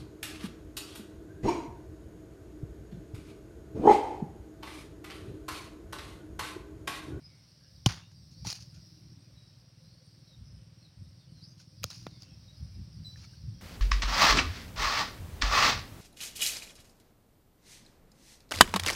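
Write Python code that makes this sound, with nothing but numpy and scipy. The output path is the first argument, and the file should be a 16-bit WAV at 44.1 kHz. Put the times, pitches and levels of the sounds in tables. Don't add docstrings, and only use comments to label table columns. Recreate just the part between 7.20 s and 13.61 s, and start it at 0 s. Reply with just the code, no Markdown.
import sys
import numpy as np
from scipy import signal
from scipy.fft import rfft, irfft
from scipy.io import wavfile
from scipy.ndimage import uniform_filter1d

SR = 44100
rng = np.random.default_rng(int(sys.argv[2]) if len(sys.argv) > 2 else 0)


def to_wav(s):
    ch = np.atleast_2d(s).T
    pcm = np.round(np.clip(ch, -1, 1) * 32767)
    wavfile.write(sys.argv[1], SR, pcm.astype(np.int16))


def rack_gain(trim_db):
    fader = np.asarray(trim_db, float)
    return 10 ** (fader / 20)


N = 282666
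T = np.arange(N) / SR


def unit(x):
    return x / np.sqrt(np.mean(x ** 2))


def noise():
    return rng.standard_normal(N)


def colour(x, points):
    hz, db = np.transpose(points)
    bins = np.arange(2049) * SR / 4096
    log_gain = np.interp(np.log(bins + 1), np.log(hz), db) * np.log(10) / 20
    cepstrum = irfft(log_gain)
    cepstrum[1:2048] *= 2
    cepstrum[2049:] = 0
    response = irfft(np.exp(rfft(cepstrum)))
    return signal.fftconvolve(x, response)[:len(x)]


def resonate(x, hz, width):
    return signal.lfilter(*signal.iirpeak(hz, hz / width, SR), x)


def walk(rate):
    hold = int(SR / rate)
    steps = np.repeat(rng.standard_normal(N // 100), hold)[:N]
    return unit(uniform_filter1d(uniform_filter1d(steps, hold), hold))


def curve(table, column):
    rows = np.transpose(table)
    return np.interp(T, rows[0], rows[column])


def add(out, s, sound):
    i = int(s * SR)
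    out[i:i + len(sound)] += sound[:N - i]


def bursts(rows, attack_s):
    power = 0
    for s, db, hold, t60 in rows:
        attack = np.clip((T - s) / attack_s, 0, 1)
        fade = 1000. ** (-np.clip(T - s - attack_s - hold, 0, 9) / t60)
        power = power + (rack_gain(db) * attack * fade) ** 2
    return np.sqrt(power)


def tail(t60, rise_s):
    t = T[:SR // 2]
    scatter = rng.standard_normal(len(t)) * 1000. ** (-t / t60) * (1 - np.exp(-t / rise_s))
    return scatter / np.sqrt(np.sum(scatter ** 2))


def air():
    # (frequency [Hz], level [dB per Hz])
    hiss_colour = [(150, -16.5), (250, -0.5), (446, -9.5), (531, -10), (981, -13), (3290, -14),
                   (5370, -14.5), (5760, -16.5), (6870, -29.5), (8630, -24), (10300, -50), (15100, -38.5),
                   (16500, -37.5)]
    return unit(colour(noise(), hiss_colour)) * rack_gain(-71 + 1.5 * walk(2.49))


def whistle(out, s, length, hz0, hz1, db, flutter):
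    octave_db = -24.5
    t, i = T[:int(length * SR)], int(max(s, 0) * SR)
    swell = np.sin(np.pi * t / length) ** .5 * (1 + flutter[i:i + len(t)])
    phase = 2 * np.pi * t * (hz0 + (hz1 - hz0) * t / length / 2)
    add(out, i / SR, rack_gain(db) * swell * (np.sin(phase) + rack_gain(octave_db) * np.sin(2 * phase)))


def chorus():
    # (time [s], level
    # [dB], centre [Hz])
    chorus_path = [(0.0, -68, 5210), (0.3, -67.5, 5180), (0.65, -65, 4810), (1.0, -67.5, 4940),
                   (1.35, -60, 5080), (1.6, -64.5, 5065), (2.0, -67.5, 5370), (2.5, -69, 5220),
                   (2.75, -67, 4640), (3.25, -68.5, 5300), (4.1, -70, 4600), (4.5, -69.5, 5110),
                   (4.77, -58, 5140), (4.93, -67, 4540), (5.2, -65.5, 5200), (5.7, -64.5, 5000),
                   (5.98, -61.5, 4290), (6.3, -65, 5180)]
    # (frequency [Hz], level [dB])
    band_colour = [(3000, -27.5), (3600, -14.5), (4000, -9.5), (5000, -2.5), (5750, -2), (6100, -16.5),
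                   (6600, -27.5)]
    # (frequency [Hz], width [Hz], level [dB])
    thin_voices = [(8450, 160, -90), (8900, 250, -88), (9400, 290, -95), (11220, 200, -91),
                   (13000, 505, -99), (523, 12, -83), (604, 33, -86)]
    # (time [s], length [s], start pitch [Hz], end pitch [Hz], level [dB])
    single_whistles = [(0.0, 0.26, 2320, 2090, -81.5), (0.031, 0.05, 5080, 5040, -64.5),
                       (0.387, 0.12, 1612, 1730, -81), (0.81, 0.033, 2565, 2890, -68),
                       (1.133, 0.065, 4200, 4880, -69), (2.602, 0.2, 4000, 4600, -79),
                       (4.08, 0.044, 2990, 3050, -82), (4.13, .08, 4300, 4050, -73),
                       (4.205, .05, 3800, 5700, -62), (4.245, .07, 5500, 6500, -74),
                       (2.75, .25, 4600, 4500, -77), (4.26, 0.072, 5200, 4700, -73),
                       (3.01, 0.15, 4390, 3600, -74.5), (3.612, .06, 4340, 3780, -72.5),
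                       (3.80, 0.083, 3720, 3800, -83), (3.98, 0.066, 3900, 3400, -82),
                       (1.524, 0.052, 1470, 1390, -81), (0.824, 0.064, 3660, 3700, -78),
                       (4.868, .12, 4100, 3330, -77), (4.881, 0.11, 2290, 2110, -83),
                       (5.03, 0.12, 2700, 2650, -80), (5.04, 0.11, 3100, 3350, -83),
                       (6.06, 0.083, 2720, 2970, -79), (6.331, 0.076, 3270, 3210, -80)]
    notes_per_s, note_s, pitch_spread, notes_db = 48, 0.0602, .16, -4
    low_share, low_db = .25, -10
    note_rough, single_rough = 0.67, 1.3
    grove_t60_s, grove_db = 0.19, 4.5

    centre, notes, single = curve(chorus_path, 2), np.zeros(N), np.zeros(N)
    flutter = np.tile(walk(400), 2)
    draws = rng.random((1500, 7))[:int(notes_per_s * N / SR)]
    for when, a, b, glide, size, length, kind in draws:
        hz = min(centre[int(when * N)] * (1 + pitch_spread * (a + b - 1)), 5900)
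        db = 7 * size
        if kind < low_share:
            hz = hz * (.5 + .3 * a)
            db = db + low_db
        end_hz = hz * (1 + 0.071 * (glide - .5))
        whistle(notes, when * N / SR, note_s * (0.34 + 1.4 * length), hz, end_hz, db, note_rough * flutter)

    for row in single_whistles:
        whistle(single, *row, single_rough * flutter)
    smear = signal.fftconvolve(single, tail(grove_t60_s, 0.0026))[:N]
    single = single + rack_gain(grove_db) * smear

    blur = unit(colour(noise(), band_colour)) * rack_gain(walk(15))
    thin = np.zeros(N)
    for hz, width, db in thin_voices:
        thin += rack_gain(db + 3.9 * walk(35)) * unit(resonate(noise(), hz, width))
    return rack_gain(curve(chorus_path, 1)) * (blur + rack_gain(notes_db) * unit(notes)) + single + thin


def engine():
    # (time [s], level [dB])
    engine_level = [(0.0, -60.5), (0.55, -65), (0.75, -54), (1.03, -60), (1.25, -54), (1.8, -57),
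                    (2.2, -58), (2.7, -60), (3.28, -57.5), (3.86, -57.5), (4.18, -53), (4.55, -58),
                    (4.8, -53.5), (5.4, -59.5), (5.6, -54.5), (6.3, -56)]
    # (frequency [Hz], width [Hz], level [dB])
    exhaust_rings = [(119.4, 49.5, 3.5), (150.5, 46, -1.5), (198, 180, -19.5), (511, 60, -28)]
    firings_per_s, one_firing_s = 20.0, 4.122
    scatter_db, jitter_turns, pop_s, blur_db = 2, 0.033, .002, -8
    casing_hz, casing_width_hz, casing_db, casing_wander_db = 306, 96, -19, 4

    turns = firings_per_s * (T - one_firing_s) + jitter_turns * walk(13)
    firing = np.flatnonzero(np.diff(np.floor(turns)) > 0)
    pops = np.zeros(N)
    pops[firing] = rack_gain(scatter_db * rng.standard_normal(400)[:len(firing)])
    pop_length = int(pop_s * SR)
    drive = uniform_filter1d(unit(pops) + rack_gain(blur_db) * noise(), pop_length)

    pipe = np.zeros(N)
    for hz, width, db in exhaust_rings:
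        pipe += rack_gain(db) * resonate(resonate(drive, hz, width), hz, width)
    casing = drive + 1.55 * np.std(drive) * unit(uniform_filter1d(noise(), pop_length))
    casing = resonate(casing, casing_hz, casing_width_hz)
    casing = resonate(casing, casing_hz, casing_width_hz)
    level = curve(engine_level, 1)
    casing_level = level + casing_db + casing_wander_db * walk(3.815)
    return unit(pipe) * rack_gain(level + 1.0) + unit(casing) * rack_gain(casing_level)


def even(x):
    return unit(x / np.sqrt(uniform_filter1d(x ** 2, int(.035 * SR)) + .05))


def gusts():
    # (time [s], peak level [dB], length [s], flutter over peak level [dB])
    gust_list = [(0.05, -62.5, 0.17, -5.5), (0.58, -58, 0.23, -8), (0.71, -45, 0.05, -6),
                 (1.028, -60.5, 0.2, 0.5), (1.24, -51.5, 0.09, -22), (1.416, -56.5, 0.062, -2.5),
                 (1.564, -56.5, 0.12, -4), (1.858, -59.5, 0.12, 2), (2.12, -61.5, 0.12, -13),
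                 (2.357, -62, 0.14, -4), (2.634, -68.5, 0.14, 3), (3.213, -46.5, 0.049, -19),
                 (3.332, -51, 0.13, -14), (3.798, -50, 0.067, -11), (3.878, -54, 0.047, -14),
                 (4.146, -69.5, 0.61, 0.5), (4.616, -52, 0.087, -9), (4.87, -59, 0.2, -1),
                 (5.165, -54.5, 0.17, -7), (5.427, -35.5, 0.049, -22), (5.595, -42, 0.092, -7.5),
                 (5.805, -45, 0.082, -5), (5.988, -51, 0.13, -8), (6.281, -43.5, 0.15, -12.5)]
    lull_db, rise_share, fall_db = -75.5, 0.77, 14.5
    eddy = flutter = rack_gain(lull_db) ** 2
    for s, db, length, flutter_db in gust_list:
        away = np.where(T < s, (s - T) / rise_share, T - s) / length
        power = rack_gain(db - fall_db * away ** 0.88) ** 2
        eddy = eddy + power
        flutter = flutter + power * rack_gain(flutter_db) ** 2
    return np.sqrt(eddy), np.sqrt(flutter)


def wind():
    # (frequency [Hz], level [dB per Hz])
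    eddy_colour = [(20, -43.5), (40, -12), (70, 1.5), (100, -1), (140, -8), (250, -24.5), (400, -61.5),
                   (800, -70), (2500, -120)]
    # (frequency [Hz], level [dB per Hz])
    flutter_colour = [(60, -32.5), (110, 2), (160, 4), (250, -16), (350, -24.5), (600, -57.5), (2500, -120)]
    low = even(unit(colour(noise(), eddy_colour)))
    high = even(unit(colour(noise(), flutter_colour)))
    eddy, flutter = gusts()
    buffet = rack_gain(5 + 2 * walk(30))
    return (low * eddy + high * flutter) * buffet


def leaves():
    # (time [s], leaf level [dB], stalk level [dB], hold [s], t60 [s])
    crush_list = [(0.659, -46, -35.5, .003, 0.085), (0.686, -55, -44.5, 0.031, .28),
                  (0.911, -72.5, -74, 0.0043, 0.077), (1.112, -73.5, -92, 0.012, 0.089),
                  (1.245, -58, -59, 0.011, .1), (1.26, -49.5, -52.5, 0.043, 0.23),
                  (1.34, -60, -66.5, 0.022, 0.11), (1.4, -65, -71.5, 0.018, 0.16),
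                  (1.54, -73, -75, 0.021, 0.22), (4.167, -87, -78.5, 0.075, 0.5),
                  (4.378, -75, -80, 0.011, .1), (4.393, -69, -73, 0.018, 0.17),
                  (4.647, -67, -72, 0.016, .2), (4.698, -61.5, -64.5, 0.017, 0.61),
                  (4.864, -69, -49, 0.002, 0.034), (5.001, -76, -77, 0.047, .4),
                  (5.969, -73, -68.5, 0.075, .1), (6.03, -72, -63.5, 0.019, .03),
                  (6.14, -83, -79, .01, 0.27)]
    # (frequency [Hz], level [dB per Hz])
    leaf_colour = [(1470, -38), (2500, -8), (3520, -16), (4340, -1.5), (5150, -1.5), (6600, -7),
                   (7830, -25), (9220, -17.5), (11500, -27), (16000, -31)]
    # (frequency [Hz], level [dB per Hz])
    stalk_colour = [(300, -10), (500, -14.5), (900, -3.5), (1600, -2.5), (2600, -6.5), (3600, -3.5),
                    (6000, -50)]
    snaps_per_s, scatter_db, attack_s = 2800, 3, 0.0028

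    chance = rng.random((2, N))
    snaps = (chance[0] < snaps_per_s / SR) * rack_gain(-scatter_db * np.log(chance[1]))
    puffs = unit(signal.fftconvolve(snaps, np.exp(-T[:200] / 0.0011))[:N])
    crackle = (puffs + .4) * noise()

    leaf_level = bursts([(s, db, hold, t60) for s, db, _, hold, t60 in crush_list], attack_s)
    stalk_level = bursts([(s, db, hold, t60) for s, _, db, hold, t60 in crush_list], attack_s)
    bright = rack_gain(10.5) * leaf_level * unit(colour(crackle, leaf_colour))
    dull = rack_gain(1.0) * stalk_level * unit(colour(np.roll(crackle, SR), stalk_colour))
    return bright + dull * rack_gain(2.3 * walk(60))


def cracks():
    # (time [s], peak level [dB], ring [Hz], t60 [s])
    knock_list = [(0.6605, -12.5, 2970, 0.017), (0.6621, -9, 2970, 0.0076), (0.6612, -18.5, 1030, 0.025),
                  (0.6615, -16, 800, 0.025), (1.2500, -34.5, 865, 0.03), (4.4000, -57.5, 1510, 0.037),
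                  (4.6410, -26, 1310, 0.014), (4.6425, -28, 497, 0.014), (4.7040, -49.5, 1410, 0.047),
                  (5.9590, -45, 1760, 0.022), (6.0440, -52, 2250, 0.048), (6.0470, -54, 1330, 0.036),
                  (6.1350, -57.5, 1570, .05)]
    # (time [s], peak level [dB], ring [Hz], t60 [s])
    snap_list = [(0.6604, -23, 5320, .01), (0.6610, -25, 8030, 0.0068), (0.6695, -32, 5520, 0.035),
                 (1.2692, -27, 5730, 0.038), (1.3018, -22, 5160, 0.01), (1.3268, -20.5, 4400, 0.0093),
                 (1.3292, -27.5, 4220, 0.012), (1.3470, -38, 5000, .015), (1.4240, -46, 5000, .01),
                 (4.7030, -32, 5420, 0.016), (4.7105, -34, 3960, 0.019), (4.8675, -32.5, 3730, 0.0034),
                 (5.0210, -38.5, 5020, 0.023), (5.0320, -40, 4570, 0.018)]
    # (time [s], peak level [dB], ring [Hz], t60 [s])
    near_list = [
        (4.6294, -38, 2000, .004),
        (4.6337, -19, 2500, .004),
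        (4.6396, -25, 2600, .012),
        (4.6412, -11, 5000, .0025),
        (4.6418, -27, 3300, .007),
    ]
    # (frequency [Hz], level [dB per Hz])
    crack_colour = [(350, 21), (600, -4.5), (1660, -12), (2370, -16), (3040, -11), (3940, -4), (6550, -7),
                    (8740, -26), (9620, -13.5), (16000, -50)]
    # (its cracks, noisy share 0-1, sizzle dB)
    kinds = ((knock_list, 0.21, 0), (snap_list, 0.32, 5.8), (near_list, 0.45, 14))

    splinters, ring, t = np.zeros(N), np.zeros(N), T[:SR // 10]
    splinter = unit(colour(noise(), [(150, -80)] + crack_colour[1:]))
    sizzle = signal.sosfilt(signal.butter(4, 13000, "high", fs=SR, output="sos"), noise())
    for rows, share, sizzle_db in kinds:
        for s, peak_db, hz, t60 in rows:
            cut = slice(int(s * SR), int(s * SR) + len(t))
            shape = rack_gain(peak_db) * 1000. ** (-t / t60) * (1 - np.exp(-t / 0.000128))
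            rough = splinter[cut] + rack_gain(sizzle_db - 12.5) * sizzle[cut]
            add(splinters, s, shape * share * 0.89 * rough)
            add(ring, s, shape * (1 - share) * np.sin(2 * np.pi * hz * t))
    return splinters, ring


def thumps():
    # (time [s], ring level [dB], ring [Hz], contact [ms], direct push level [dB])
    blows = [
        (0.6632, -11, 100, 2.6, -18),
        (1.2605, -33, 108, 2.0, -50),
        (1.2707, -30, 108, 2.0, -50),
        (4.6453, -31, 88, 2.0, -44),
        (4.8675, -38, 92, .7, -26),
    ]
    sag, sag_s, soil_t60_s = .5, .012, 0.072
    out, t = np.zeros(N), T[:SR // 4]
    for s, ring_db, hz, contact_ms, push_db in blows:
        push = np.sin(np.pi * np.clip(1000 * t / contact_ms, 0, 1)) ** .5
        phase = 2 * np.pi * hz * (t + sag * sag_s * (1 - np.exp(-t / sag_s)))
        ring = np.sin(phase) * 1000. ** (-t / soil_t60_s) * (1 - np.exp(-t / .0007))
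        sign = -1 if push_db > ring_db else 1
        add(out, s, rack_gain(push_db) * push + sign * rack_gain(ring_db) * ring)
    return out


def bird():
    # (time [s], level [dB], pitch [Hz], t60 [s])
    song = [
        (2.155, -63.5, 3920, 0.66),
        (5.275, -57, 3870, 0.23),
        (5.845, -42, 3990, .27),
    ]
    # (multiple of the pitch [1], level [dB])
    overtone_list = [(2, -23), (3, -29), (4, -30)]
    attack_s, hold_s, sag_hz_per_s = .012, .012, 300
    trills_per_s, trill_depth, trill_peak_s, trill_fade_s = 95, .8, 5.859, .022

    hz = np.full(N, 1. * song[0][2])
    for s, db, start_hz, t60 in song:
        hz = np.where(T >= s, start_hz - sag_hz_per_s * np.minimum(T - s, .2), hz)
    phase = 2 * np.pi * np.cumsum(hz * (1 + .008 * walk(150))) / SR
    effort = bursts([(s, db, hold_s, t60) for s, db, _, t60 in song], attack_s)
    overtones = sum(rack_gain(db) * np.sin(order * phase) for order, db in overtone_list)
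    tone = np.sin(phase) + (effort / effort.max()) ** .2 * overtones
    trill_swell = trill_depth * np.exp(-np.abs(T - trill_peak_s - .005) / trill_fade_s)
    trill = 1 + trill_swell * np.cos(2 * np.pi * trills_per_s * (T - trill_peak_s))
    return tone * effort * trill * rack_gain(2.5 * walk(110))


def scene():
    surroundings = air() + chorus() + engine() + wind()
    crushed = leaves()
    splinters, husk = cracks()
    blow = thumps() + splinters
    scatter = colour(tail(0.53, .015), [(100, -12), (600, 0), (5000, 0), (16000, -14)])
    echo = rack_gain(-23) * signal.fftconvolve(blow, scatter)[:N]
    return (surroundings + crushed + blow + husk + echo + bird())[None]


def band_limit(x):
    return signal.sosfilt(signal.butter(12, 16980, fs=SR, output="sos"), x)


def record(dry):
    low_cut = signal.butter(3, 58, "high", fs=SR, output="sos")
    top_cut = signal.ellip(6, .5, 50, 15900, fs=SR, output="sos")
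    mix = signal.sosfilt(np.vstack([low_cut, top_cut]), dry)
    return band_limit(mix)


dry = scene()
out = record(dry)
to_wav(out)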